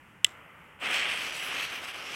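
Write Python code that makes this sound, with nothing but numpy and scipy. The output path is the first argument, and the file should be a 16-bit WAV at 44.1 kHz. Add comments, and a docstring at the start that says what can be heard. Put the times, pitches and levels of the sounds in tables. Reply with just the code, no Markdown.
"""Faint outdoor air, coloured noise, lies underneath throughout.
A gas lighter snaps once over garden paving: spring blows ring its body and the garden returns a tail.
Its small flame then hisses softly: a ragged spurt of gas noise, then a steadier, easing one.
Half a second after the snap a firecracker's fuse catches: a sputtering jet of gas noise and spark
pops with a few larger cracks, fading as the phone backs away."""
import sys
import numpy as np
from scipy import signal
from scipy.fft import rfft, irfft
from scipy.io import wavfile
from scipy.ndimage import map_coordinates

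SR = 44100
rng = np.random.default_rng(int(sys.argv[2]) if len(sys.argv) > 2 else 0)


def generate_wav(signal):
    """Clip the signal to [-1, 1] and save it as 16-bit WAV at the path in sys.argv[1]."""
    frames = np.transpose(np.atleast_2d(signal))
    scaled = np.clip(frames, -1, 1) * 32767
    pcm = np.round(scaled).astype(np.int16)
    wavfile.write(sys.argv[1], SR, pcm)


N = 94815


def undb(db):
    """Decibels to gain."""
    return 10 ** (np.asarray(db) / 20)


def unit(x):
    """Scale to rms 1."""
    return x / np.sqrt(np.mean(x ** 2))


def colour(x, points):
    """Filter by a curve of (f/Hz, level/dB) points, straight over log frequency; rms 1."""
    hz, db = np.array(points, float).T
    f = np.maximum(np.arange(N // 2 + 1) * SR / N, 1)
    gain = undb(np.interp(np.log(f), np.log(hz), db))
    return unit(irfft(rfft(x) * gain, N))


def noise():
    """White noise."""
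    return rng.standard_normal(N)


def walk(rate):
    """Random wander of rms 1, joining `rate` random points per second by straight lines."""
    return unit(map_coordinates(noise(), [np.arange(N) * rate / SR], order=1))


# spectrum of the outdoor air [f/Hz, level/dB]
AIR_COLOUR = [(20, -33.5), (35, -14), (65, -1), (110, 0), (170, 1), (280, -6), (420, -9), (700, -12),
              (900, -6.5), (1300, -6.5), (2000, -6.5), (3000, -11.5), (3400, -21), (3900, -32),
              (6500, -30.5), (8200, -28.5), (11000, -30), (15500, -35.5)]
AIR_DB = -56


def air():
    """Quiet outdoor background: coloured noise, wavering slightly in level."""
    return colour(noise(), AIR_COLOUR) * undb(AIR_DB + 0.78 * walk(10))


# spectrum of the burning flame [f/Hz, level/dB]
FLAME_COLOUR = [(100, -23.5), (250, -8.5), (480, -1), (850, -1.5), (1300, 3.5), (1650, -3), (2000, 2.5),
                (2500, -3), (3100, -7), (3450, -20), (3900, -44.5), (6500, -45), (8000, -34),
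                (11000, -35.5), (13000, -23.5), (15500, -49)]
FLAME_ON_S, FLAME_ATTACK_S, FLAME_OFF_S, FLAME_RELEASE_S = 0.25, 0.02, 0.9, 0.086
FLAME_DB, FLAME_SAG_DB_PER_S = -51.5, -12.5
# spectrum of the first spurt of gas as the valve opens [f/Hz, level/dB]
SPURT_COLOUR = [(2000, -14), (3600, 0.5), (4600, -5), (6500, -6.5), (7500, 0.5), (8600, -8.5), (11000, -13),
                (15500, -16)]
SPURT_AT_S, SPURT_DB, SPURT_DECAY_S, SPURT_GRAIN_DB = 0.261, -57.5, 0.05, 2.5


def lighter_flame(t):
    """Gas spurts raggedly from the nozzle, then burns steadily, easing off until the trigger is let go."""
    opening = np.clip((t - FLAME_ON_S) / FLAME_ATTACK_S, 0, 1)
    closing = np.clip(1 - (t - FLAME_OFF_S) / FLAME_RELEASE_S, 0, 1)
    flame_db = FLAME_DB + FLAME_SAG_DB_PER_S * (t - FLAME_ON_S) + 0.5 * walk(30)
    flame = colour(noise(), FLAME_COLOUR) * opening * closing * undb(flame_db)
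    spurt_decay = (t > SPURT_AT_S) * np.exp(-np.abs(t - SPURT_AT_S) / SPURT_DECAY_S)
    spurt = colour(noise(), SPURT_COLOUR) * spurt_decay
    return flame + undb(SPURT_DB + SPURT_GRAIN_DB * walk(300)) * spurt


# blows of the lighter's spring striker [t/s, level/dB, treble tilt/dB per octave]
STRIKER_BLOWS = [(0.24536, -8, 7), (0.24598, 0.2, -5.5), (0.24824, -8.5, -10.5), (0.266, -31.5, 3.5),
                 (0.292, -48, 5), (0.305, -53, 7)]
# ringing modes of the lighter's body [f/Hz, level/dB, t60/s]
BODY_MODES = [(1992, -21.5, 0.048), (2860, -13.5, 0.011), (2986, -2.5, 0.0094), (3353, -8, 0.015),
              (3686, -17.5, 0.0205), (4540, -20, 0.0075), (5400, -12.5, 0.00857), (7086, -25, 0.013),
              (7483, -10, 0.0095), (7640, -14.8, 0.0082), (8640, -19.5, 0.011), (9840, -30.5, 0.016),
              (11000, -23, 0.0059), (13256, -34.5, 0.0069)]
BODY_LOW_HZ, CONTACT_S = 1700, 0.00049  # low cut of the click; fade-in of each blow
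CRACK_DB, CRACK_S = -28, 0.0016
THUMP_HZ, THUMP_DB, THUMP_S = 100.6, -44.5, 0.016
KNOCK_DB, KNOCK_S = -37.5, 0.0055
GARDEN_DB, GARDEN_T60_S, GARDEN_DELAY_S = -34, 0.2, 0.012  # the tail swells in over the delay


def lighter_click(t):
    """The striker hits and rebounds, ringing the small plastic body; the garden returns a faint tail."""
    click = np.zeros(N)
    hz, db, t60 = np.array(BODY_MODES).T[:, :, None]
    size = SR // 20
    for start, blow_db, tilt_db in STRIKER_BLOWS:
        i = int(start * SR)
        age = np.maximum(t[i:i + size] - start, 0)
        mode_db = db + tilt_db * np.log2(hz / hz[2]) - 60 * age / t60  # tilt pivots on the third mode
        ring = undb(mode_db) * np.sin(2 * np.pi * hz * age)
        crack = undb(CRACK_DB) * rng.standard_normal(size) * np.exp(-age / CRACK_S)
        contact = np.minimum(age / CONTACT_S, 1)
        click[i:i + size] += undb(blow_db) * (ring.sum(0) + crack) * contact
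    click = signal.sosfilt(signal.butter(2, BODY_LOW_HZ, "high", fs=SR, output="sos"), click)

    tail = noise() * undb(-60 * t / GARDEN_T60_S) * np.minimum(t / GARDEN_DELAY_S, 1)
    echo = signal.fftconvolve(click, tail / np.linalg.norm(tail))[:N]

    since = np.maximum(t - STRIKER_BLOWS[0][0], 0)
    thump = np.sin(2 * np.pi * THUMP_HZ * since) * np.exp(-since / THUMP_S)
    knock = colour(noise(), [(60, -10.0), (200, 0.5), (560, 0), (800, -12), (3000, -28)])
    knock = knock * (since > 0) * np.exp(-since / KNOCK_S)
    return click + undb(GARDEN_DB) * echo + undb(THUMP_DB) * thump + undb(KNOCK_DB) * knock


# larger grains that pop in the jet [t/s, rms level at the start/dB]
GRAIN_POPS = [(1.398, -30), (1.527, -27), (1.553, -28)]
# spectrum of those pops [f/Hz, level/dB]
GRAIN_POP_COLOUR = [(300, -22), (1300, 0), (2600, 2), (3300, -4), (4000, -17), (8000, -25), (15000, -42)]
POP_DECAY_S = 0.0018


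def pops(t):
    """A few larger grains of powder burst with a short crack of decaying noise."""
    envelope = sum(undb(db) * (t > at) * np.exp(-np.abs(t - at) / POP_DECAY_S) for at, db in GRAIN_POPS)
    bursts = noise() * envelope
    return colour(bursts, GRAIN_POP_COLOUR) * bursts.std()  # colouring keeps the level


SPARKS_PER_S, SPARK_SPREAD_DB = 2500, 3.5


def sparks(share):
    """Tiny pops of powder grains of very unequal size, mixed by power share with gas noise."""
    fires = rng.random(N) < SPARKS_PER_S / SR
    size_db = SPARK_SPREAD_DB * np.minimum(rng.exponential(size=N), 5)
    grains = fires * np.sign(noise()) * undb(size_db)
    share = np.clip(share, 0, 1)
    return np.sqrt(share) * unit(grains) + np.sqrt(1 - share) * noise()


DRIFT_DB, DRIFT_PER_S = 2, 12.07


def drifting(x, size=256):
    """Narrow bands of the treble spray drift smoothly in level, neighbours partly together."""
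    _, when, bands = signal.stft(x, fs=SR, nperseg=size)
    band, moment = np.meshgrid(np.arange(len(bands)) / 2, when * DRIFT_PER_S, indexing="ij")
    grid = rng.standard_normal((size, size))
    drift = unit(map_coordinates(grid, [band, moment], order=1, mode="mirror"))
    return unit(signal.istft(bands * undb(DRIFT_DB * drift), fs=SR, nperseg=size)[1][:N])


# the fuse as it burns
# [t/s, hiss level/dB, low rush level/dB, low treble level/dB, middle treble level/dB, high treble level/dB]
FUSE_BURN = [(0.79, -58, -57, -88, -94, -92), (0.8, -54, -59, -70, -65, -72),
             (0.826, -35.5, -39, -55.5, -57, -63), (0.858, -30.5, -39, -44.5, -52.5, -62),
             (0.876, -32.5, -38.5, -52.5, -55, -62), (0.948, -27.5, -38, -42, -46.5, -53),
             (1.002, -28, -40, -44, -50.5, -59), (1.012, -30.5, -42, -46, -51, -63),
             (1.07, -32.5, -39.5, -48, -54.5, -61), (1.104, -30, -42, -44.5, -48, -56.5),
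             (1.168, -35, -43.5, -48, -50, -59), (1.21, -34, -42.5, -47, -50.5, -55.5),
             (1.296, -38.5, -44.5, -47.5, -54, -56), (1.312, -38, -46, -50, -56.5, -63),
             (1.354, -37.5, -45.5, -45, -47.5, -53), (1.406, -37.5, -46.5, -49, -55, -55.5),
             (1.464, -37.5, -42, -47, -54.5, -49), (1.508, -36, -43, -48.5, -55, -60),
             (1.546, -34.5, -41.5, -45.5, -52, -57), (1.638, -33.5, -43.5, -46, -52.5, -52),
             (1.686, -40.5, -48, -50, -60, -62), (1.728, -38.5, -42.5, -51, -57, -58),
             (1.758, -38, -48, -50, -60, -54), (1.812, -42.5, -45, -55.5, -63, -62),
             (1.85, -39.5, -43.5, -48.5, -52, -55), (1.864, -43.5, -48, -55, -60, -62),
             (1.888, -38.5, -46, -49, -55.5, -56), (1.926, -45, -52, -57, -65, -66),
             (1.948, -40.5, -45.5, -51, -57, -60), (1.998, -44, -47, -51, -64, -63),
             (2.138, -38, -45, -47.5, -56.5, -60), (2.15, -39, -48, -48, -56, -57)]
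# spectrum of the jet's hiss [f/Hz, level/dB]
HISS_COLOUR = [(900, -41), (1400, -12), (1800, -5.5), (2250, -1.5), (2600, -0.5), (3150, -2.5), (3500, -10),
               (3900, -21.5), (6000, -57)]
# spectrum of the jet's low rush [f/Hz, level/dB]
RUSH_COLOUR = [(50, -42), (110, -19), (200, -7.5), (330, -4.5), (470, -2.5), (750, -.5), (930, -2),
               (1300, 3.5), (1600, 0.5), (2200, -15), (4000, -52)]
# spectrum of the sparks' fizz, the low treble [f/Hz, level/dB]
FIZZ_COLOUR = [(2500, -24), (3700, 0), (4500, -0.5), (5600, -0.5), (6700, -4.5), (7130, -15), (8000, -42)]
# spectrum of the sparks' spit, the middle treble [f/Hz, level/dB]
SPIT_COLOUR = [(6900, -30), (7200, -6.5), (7550, 0), (8050, 0), (8900, -4.5), (9700, -5), (10200, -12),
               (11500, -38)]
# spectrum of the sparks' sizzle, the high treble [f/Hz, level/dB]
SIZZLE_COLOUR = [(9000, -34), (10200, -2), (11200, 0.5), (13000, -5), (14000, -8), (15700, -13)]
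# spectrum of the sizzle's crisp top, lost as the phone backs away [f/Hz, level/dB]
CRISP_COLOUR = [(12800, -30), (14400, 1), (15700, -1)]
# trims added to the burn levels; the crisp top follows the sizzle
HISS_DB, RUSH_DB, FIZZ_DB, SPIT_DB, SIZZLE_DB = 0.02, 0.53, 0.4, -0.5, -0.6
CRISP_DB, CRISP_FADE_DB_PER_S = -1.5, -15
SPUTTER_DB, SPUTTER_PER_S = 0.8, 260
SPARK_SHARE, HISS_SPARK_SHARE = 0.24, 0.28
# the slab mirrors the upper treble; the extra path wavers (as a fraction) as the phone moves
SLAB_LAG_S, SLAB_WAVER, SLAB_GAIN = 0.00062, 0.025, 0.15


def fuse(t):
    """Burning powder drives an uneven jet full of sparks; their upper treble is also mirrored by the slab."""
    when, *levels = np.array(FUSE_BURN).T
    hiss_db, rush_db, fizz_db, spit_db, sizzle_db = (np.interp(t, when, db, left=-120) for db in levels)
    sputter_db = SPUTTER_DB * walk(SPUTTER_PER_S)
    spray = drifting(sparks(SPARK_SHARE))

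    hiss = colour(sparks(HISS_SPARK_SHARE), HISS_COLOUR) * undb(hiss_db + HISS_DB)
    fizz = colour(spray, FIZZ_COLOUR) * undb(fizz_db + FIZZ_DB)
    spit = colour(spray, SPIT_COLOUR) * undb(spit_db + SPIT_DB)
    sizzle = colour(spray, SIZZLE_COLOUR) * undb(sizzle_db + SIZZLE_DB)
    crisp_db = sizzle_db + CRISP_DB + CRISP_FADE_DB_PER_S * (t - when[0])
    crisp = colour(sparks(SPARK_SHARE), CRISP_COLOUR) * undb(crisp_db)

    treble = spit + sizzle + crisp
    lag = SLAB_LAG_S * (1 + SLAB_WAVER * walk(6))
    mirrored = map_coordinates(treble, [(t - lag) * SR], order=3)
    jet = hiss + fizz + treble + SLAB_GAIN * mirrored
    rush = colour(noise(), RUSH_COLOUR) * undb(rush_db + RUSH_DB + 0.5 * sputter_db)  # sputters half as deep
    return undb(sputter_db) * jet + rush


def scene():
    """Garden air under the lighter's flame and click, then the fuse and its pops."""
    t = np.arange(N) / SR
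    return (air() + lighter_flame(t) + lighter_click(t) + pops(t) + fuse(t))[None]


TOP_HZ = 15800


def record(dry):
    """The phone clips at full scale and cuts the top with a steep low-pass."""
    low_pass = signal.ellip(10, 0.1, 80, TOP_HZ, fs=SR, output="sos")
    return signal.sosfilt(low_pass, np.clip(dry, -1, 1))


dry = scene()
out = record(dry)
generate_wav(out)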